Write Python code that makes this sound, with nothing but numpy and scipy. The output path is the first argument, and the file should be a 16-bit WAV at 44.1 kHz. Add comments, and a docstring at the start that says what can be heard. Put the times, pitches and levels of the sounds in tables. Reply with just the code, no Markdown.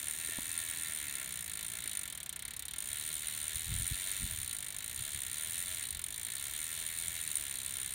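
"""A bicycle is held up beside a quiet road, its rear wheel spinning while the crank is worked by hand.
From the start the freehub buzzes: pawls drop over the ratchet teeth and ring the steel hub, spokes
and frame, amid faint tones and a few handling knocks. Near 2.3 s the chain gains on the wheel and
the buzz slows to single ticks, while a breeze comes up. The buzz returns and keeps changing speed;
from 3.5 s puffs of wind brush the microphone."""
import sys
import numpy as np
from scipy import signal
from scipy.fft import irfft
from scipy.io import wavfile

SR = 44100
rng = np.random.default_rng(int(sys.argv[2]) if len(sys.argv) > 2 else 0)


def int16_out(signal):
    """Quantize to a 16-bit WAV file."""
    q = np.round(np.clip(np.atleast_2d(signal).T, -1, 1) * 32767)
    wavfile.write(sys.argv[1], SR, q.astype(np.int16))


N = 350154


def from_db(db):
    return 10 ** (np.asarray(db) / 20)


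def unit_rms(x):
    return x / np.sqrt(np.mean(x ** 2) + 1e-30)


def at_time(rows, at_s):
    """Each value column of a curve, read at at_s."""
    times_s, *columns = np.transpose(rows)
    return [np.interp(at_s, times_s, column) for column in columns]


def noise(colour, size):
    """Noise of rms 1, shaped by rows of Hz, dB on a log-frequency axis."""
    hz = np.fft.rfftfreq(size, 1 / SR)
    row_hz, row_db = np.transpose(colour)
    db = np.interp(np.log(hz + 1e-9), np.log(row_hz), row_db)
    return unit_rms(irfft(from_db(db) * np.exp(2j * np.pi * rng.random(len(hz))), size))


def clicks(at_s, sizes):
    """Single-sample pushes."""
    samples = np.clip(np.round(at_s * SR).astype(int), 0, N)
    return np.bincount(samples.ravel(), np.ravel(sizes), N + 1)[:N]


def ring(pushes, hz, width_hz):
    """One mode: a unit push starts a decaying sine of height 1."""
    r, w = np.exp(-np.pi * width_hz / SR), 2 * np.pi * hz / SR
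    return signal.lfilter([0, np.sin(w)], [1, -2 * r * np.cos(w), r * r], pushes + 1e-18)


def fade(energy, tau_s):
    """Exponential decay of each push, its total kept."""
    r = np.exp(-1 / (tau_s * SR))
    return signal.lfilter([1 - r], [1, -r], energy + 1e-24)


def swell(centre_s, length_s):
    """Half a cosine of height 1."""
    phase = (np.arange(N) / SR - centre_s) / length_s
    return np.cos(np.pi * np.clip(phase, -.5, .5))


def road(rms_db=-57):
    """Steady rumble of far traffic."""
    # Each row: frequency in Hz, relative density in dB.
    road_colour = [(20, -46), (32, -34), (48, -2), (80, -0.5), (150, -6.5), (250, -12.5), (450, -20),
                   (1000, -17), (2000, -18), (4000, -21.5), (8000, -31), (16000, -38.5)]
    return from_db(rms_db) * noise(road_colour, N)


def wind(breeze_db=-64, breeze_from_s=1.9, breeze_rise_s=1.6):
    """A light breeze comes up and stays; puffs buffet the microphone."""
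    # Each row: centre in s, length in s, level at the crest in dB.
    puffs = [(3.556, 0.058, -45.5), (3.73, 0.16, -37.5), (3.822, 0.11, -40), (3.927, 0.068, -38),
             (4.235, 0.087, -40.5), (4.337, 0.42, -49.5), (5.004, 0.095, -50), (5.16, 0.055, -48),
             (5.97, 0.17, -55), (7.096, 0.071, -53)]
    # Each row: frequency in Hz, relative density in dB.
    wind_colour = [(20, -28), (31, -0.5), (44, 2.5), (80, 1.5), (130, -4), (200, -17), (300, -42.5),
                   (600, -75), (2000, -80)]
    # Spectrum of the eddies' flutter. Each row: rate in Hz, relative density in dB.
    lump_rates = [(4, 13), (20, -11), (45, -15), (150, -70)]
    gust = sum(from_db(db) * swell(centre_s, length_s) ** 2 for centre_s, length_s, db in puffs)
    breeze = from_db(breeze_db) * np.clip((np.arange(N) / SR - breeze_from_s) / breeze_rise_s, 0, 1)
    # Small eddies come in lumps and gain on the rumble the harder it blows.
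    lumps = from_db(4.5 * np.clip(noise(lump_rates, N), -2, 2))
    eddy_band = signal.butter(3, [130, 290], "band", fs=SR, output="sos")
    eddies = unit_rms(signal.sosfilt(eddy_band, rng.standard_normal(N)))
    buffets = gust * (gust / gust.max()) ** 0.41 * lumps * from_db(-17) * eddies
    return (gust + breeze) * noise(wind_colour, N) + buffets


def wheel_tones():
    """Faint tones swell and fade as the wheel turns."""
    # Each row: centre in s, length in s, frequency in Hz, rms at the crest in dB.
    tones = [(0.32, 0.18, 1835, -53.5), (0.61, 0.11, 1830, -55.5), (0.675, 0.22, 2265, -58),
             (0.874, 0.13, 1820, -56), (1.39, 0.074, 1825, -58), (6.36, 0.13, 1785, -61.5),
             (6.688, 0.085, 1790, -62), (6.546, 0.31, 2255, -59), (7.052, 0.51, 2232, -61),
             (0.753, 2.1, 291, -69.5), (1.553, 1.25, 174, -65)]
    t = np.arange(N) / SR
    return sum(np.sqrt(2) * from_db(db) * swell(centre_s, length_s) * np.sin(2 * np.pi * hz * t)
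               for centre_s, length_s, hz, db in tones)


def handling_knocks():
    """Dull bumps of the handled bicycle, dead within a few cycles."""
    # Each row: start in s, level in dB, frequency in Hz, width in Hz.
    knocks = [(0.2909, -39, 370, 130), (.3865, -30.5, 252, 100), (0.3882, -37, 480, 332),
              (0.3868, -37.5, 950, 160), (1.857, -43.5, 330, 150)]
    return sum(ring(clicks(np.array([start_s]), from_db([db])), hz, width_hz)
               for start_s, db, hz, width_hz in knocks)


def mode_clusters(drop_s, sizes, modes, t60_s, rise_s, early_boost, swing, uneven,
                  teeth_per_turn=24, count=4, size=8192):
    """Drops ring clusters of close modes; their mix goes round with the wheel."""
    age_s, hz = np.arange(size) / SR, np.fft.rfftfreq(size, 1 / SR)
    power = sum((from_db(db) / (1 + ((hz - mode_hz) / width_hz) ** 2)) ** 2
                for mode_hz, width_hz, db in modes)
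    colour = np.c_[hz, 10 * np.log10(power)][1:]
    attack = (1 - np.exp(-age_s / rise_s)) * (1 + early_boost * np.exp(-age_s / 0.0081))
    envelope = attack * np.exp(-np.log(1000) * age_s / t60_s)
    turns, out = np.arange(len(drop_s)) / teeth_per_turn, np.zeros(N)
    for k in range(count):
        response = noise(colour, size) * envelope
        response *= np.sqrt(SR / np.sum(response ** 2))
        facing = 1 + swing * np.cos(2 * np.pi * (turns - k / count))
        facing += uneven * rng.standard_normal(len(drop_s))
        facing /= np.sqrt(count * (1 + swing ** 2 / 2 + uneven ** 2))
        out += signal.oaconvolve(clicks(drop_s, sizes * facing), response)[:N]
    return out


def frame_and_spokes(drop_s, shove):
    """Frame and spokes answer each drop later than the hub and ring longer."""
    # Each row of both: centre in Hz, half-width in Hz, relative level in dB.
    frame_modes = [(281, 8.9, -8), (387.4, 9.3, -10), (634.4, 27, -10), (1063, 29, -9), (1387, 21.6, 0.5),
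                   (1577, 77, -8.5), (1690, 94, -5.5), (1760, 61, -3.5), (2000, 216, -2.5), (2230, 99, 3.5),
                   (2450, 39, -8.5), (2630, 42, 2), (2710, 180, -9.5)]
    spoke_modes = [(2955, 66, -0.5), (3257, 216, 0.5), (3624, 91, 4), (3940, 220, 2), (4200, 82, -3.5),
                   (4550, 130, -7.5)]
    # Each row: time in s, frame gain in dB, spoke gain in dB.
    # The frame leads until the derailleur swings across.
    ring_gains = [(0, -70.8, -72), (.7, -69.5, -69.5), (1.24, -67, -72.5), (1.34, -73, -73),
                  (1.5, -70, -69), (2.7, -71, -68), (4.0, -71, -68.5), (4.8, -72, -69.5), (5.6, -71, -69),
                  (6.35, -72.5, -69.8), (6.47, -71, -69.5), (7.94, -71, -69)]
    frame_db, spoke_db = at_time(ring_gains, drop_s)
    frame = mode_clusters(drop_s, shove * from_db(frame_db), frame_modes, t60_s=0.1,
                          rise_s=0.0015, early_boost=0.58, swing=0.83, uneven=0.71)
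    spokes = mode_clusters(drop_s, shove * from_db(spoke_db), spoke_modes, t60_s=0.076,
                           rise_s=0.00086, early_boost=0.25, swing=1.38, uneven=1.2)
    return frame + spokes


def contact_envelope(contact_s, sizes, crack_s, rattle_s, rattle_share, tail_share, tail_t60_s=0.037):
    """Fine motion after each contact: a crack, a brief rattle, a short tail."""
    energy = clicks(contact_s, sizes ** 2) * SR
    early = (1 - rattle_share) * fade(energy, crack_s) + rattle_share * fade(energy, rattle_s)
    tail = fade(energy, tail_t60_s / np.log(10 ** 6))
    return np.sqrt((1 - tail_share) * early + tail_share * tail)


def hub_ring(contact_s, sizes):
    """Contacts ring the steel shell and cogs, which radiate around their modes."""
    # Each row: frequency in Hz, width in Hz, relative level in dB.
    hub_modes = [(8800, 390, -6), (9170, 178, 13), (9200, 230, -19)]
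    rattle = contact_envelope(contact_s, sizes, crack_s=0.00024, rattle_s=0.00099,
                              rattle_share=0.25, tail_share=0.21)
    total_power = sum(from_db(db) ** 2 for _, _, db in hub_modes)
    shell = np.zeros(N)
    for hz, width_hz, db in hub_modes:
        gain = from_db(db) * 2 * np.sqrt(np.pi * width_hz / SR / total_power)
        shell += gain * ring(rattle * rng.standard_normal(N), hz, width_hz)
    return signal.sosfilt(signal.butter(1, [7600, 10900], "band", fs=SR, output="sos"), shell)


def pawl_cracks(contact_s, sizes):
    """Each contact of a pawl gives a bright crack."""
    # Each row: frequency in Hz, relative density in dB.
    pawl_colour = [(1200, -21.5), (3700, 0), (4950, -11.5), (5700, -4), (6250, -3), (6800, 3), (7300, 3),
                   (8300, 1.5), (9600, 8.5), (10450, -13.5), (11200, 0), (13200, -3), (14700, 3.5),
                   (15800, -4)]
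    return noise(pawl_colour, N) * contact_envelope(contact_s, sizes, crack_s=0.00051, rattle_s=0.00079,
                                                    rattle_share=0.59, tail_share=0.77)


def pawl_drops(jitter_s=0.00003, uneven_db=1.67, usual_teeth_per_s=70):
    """One drop per tooth passed, a little harder at speed: time, strength, accent."""
    # The wheel's lead over the cogs. Each row: time in s, speed in teeth per s.
    ratchet_speed = [(0.0, 69.74), (0.22, 82.38), (0.84, 81.47), (1.54, 52.17), (1.78, 58.65),
                     (2.02, 47.74), (2.32, 28.49), (2.47, 36.19), (2.65, 33.17), (2.76, 41.02),
                     (2.9, 71.91), (3.09, 77.68), (3.43, 75.74), (4.16, 97.61), (4.25, 89.8), (4.55, 52.01),
                     (4.77, 48.92), (5.1, 74.75), (5.31, 59.52), (5.34, 74.72), (5.72, 93.07),
                     (5.92, 47.48), (6.03, 41.13), (6.15, 56.19), (6.31, 56.86), (6.36, 66.79),
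                     (6.75, 83.75), (6.83, 78.66), (7.11, 85.72), (7.54, 65.74), (7.94, 65.42)]
    # Teeth that snap much harder. Each row: time in s, accent in dB.
    hard_teeth = [(0.11, 7.2), (1.971, 4.5), (1.992, 3.3), (2.293, 3.4), (2.594, 6.2), (2.653, 3.1),
                  (2.783, 5.7), (2.804, 3.6), (3.557, 6.9), (3.798, 5.5), (3.877, 7.7), (4.114, 6.3),
                  (4.529, 7.2), (4.785, 4.6), (5.58, 6.4), (5.906, 3.3), (6.04, 6.3), (7.315, 6.5),
                  (7.354, 7.8), (7.367, 8.0)]
    teeth_per_s, = at_time(ratchet_speed, np.arange(N) / SR)
    teeth_passed = np.floor(np.cumsum(teeth_per_s) / SR)
    samples = np.flatnonzero(np.diff(teeth_passed, prepend=-1))
    drop_s = samples / SR
    accent_db = uneven_db * np.clip(rng.standard_normal(len(samples)), -2, 1.7)
    for at_s, db in hard_teeth:
        accent_db[np.argmin(abs(drop_s - at_s))] = db
    strength = (teeth_per_s[samples] / usual_teeth_per_s) ** 0.13
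    return drop_s + jitter_s * rng.standard_normal(len(drop_s)), strength, accent_db


def pawl_bounces(drop_s, strength, mean_gap_s=0.00052, loss_db=2.5, spread_db=1.7, count=5):
    """Pawls land a moment apart and bounce, weakening; rows are drops, columns contacts."""
    shape = (len(drop_s), count)
    delay_s = np.cumsum(mean_gap_s * rng.exponential(1, shape), axis=1)
    sizes = from_db(spread_db * rng.standard_normal(shape) - loss_db * np.arange(count))
    sizes /= np.linalg.norm(sizes, axis=1, keepdims=True)
    return drop_s[:, None] + delay_s - delay_s[:, :1], sizes * strength[:, None]


def freehub(pawl_db=-62, hub_db=-62.5):
    """The same drops drive pawls, hub, frame and spokes; a hard tooth shows most in the hub."""
    drop_s, strength, accent_db = pawl_drops()
    contact_s, sizes = pawl_bounces(drop_s, strength)
    pawls = pawl_cracks(contact_s, sizes * from_db(pawl_db + 0.42 * accent_db[:, None]))
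    hub = hub_ring(contact_s, sizes * from_db(hub_db + accent_db[:, None]))
    return pawls + hub + frame_and_spokes(drop_s, strength * from_db(0.054 * accent_db))


def scene():
    """The bicycle close by in open air, mono."""
    return (freehub() + handling_knocks() + wheel_tones() + wind() + road())[None]


def record(dry):
    """Steep low-pass at 15.9 kHz."""
    return signal.sosfilt(signal.ellip(12, .1, 80, 15900, fs=SR, output="sos"), dry)


dry = scene()
out = record(dry)
int16_out(out)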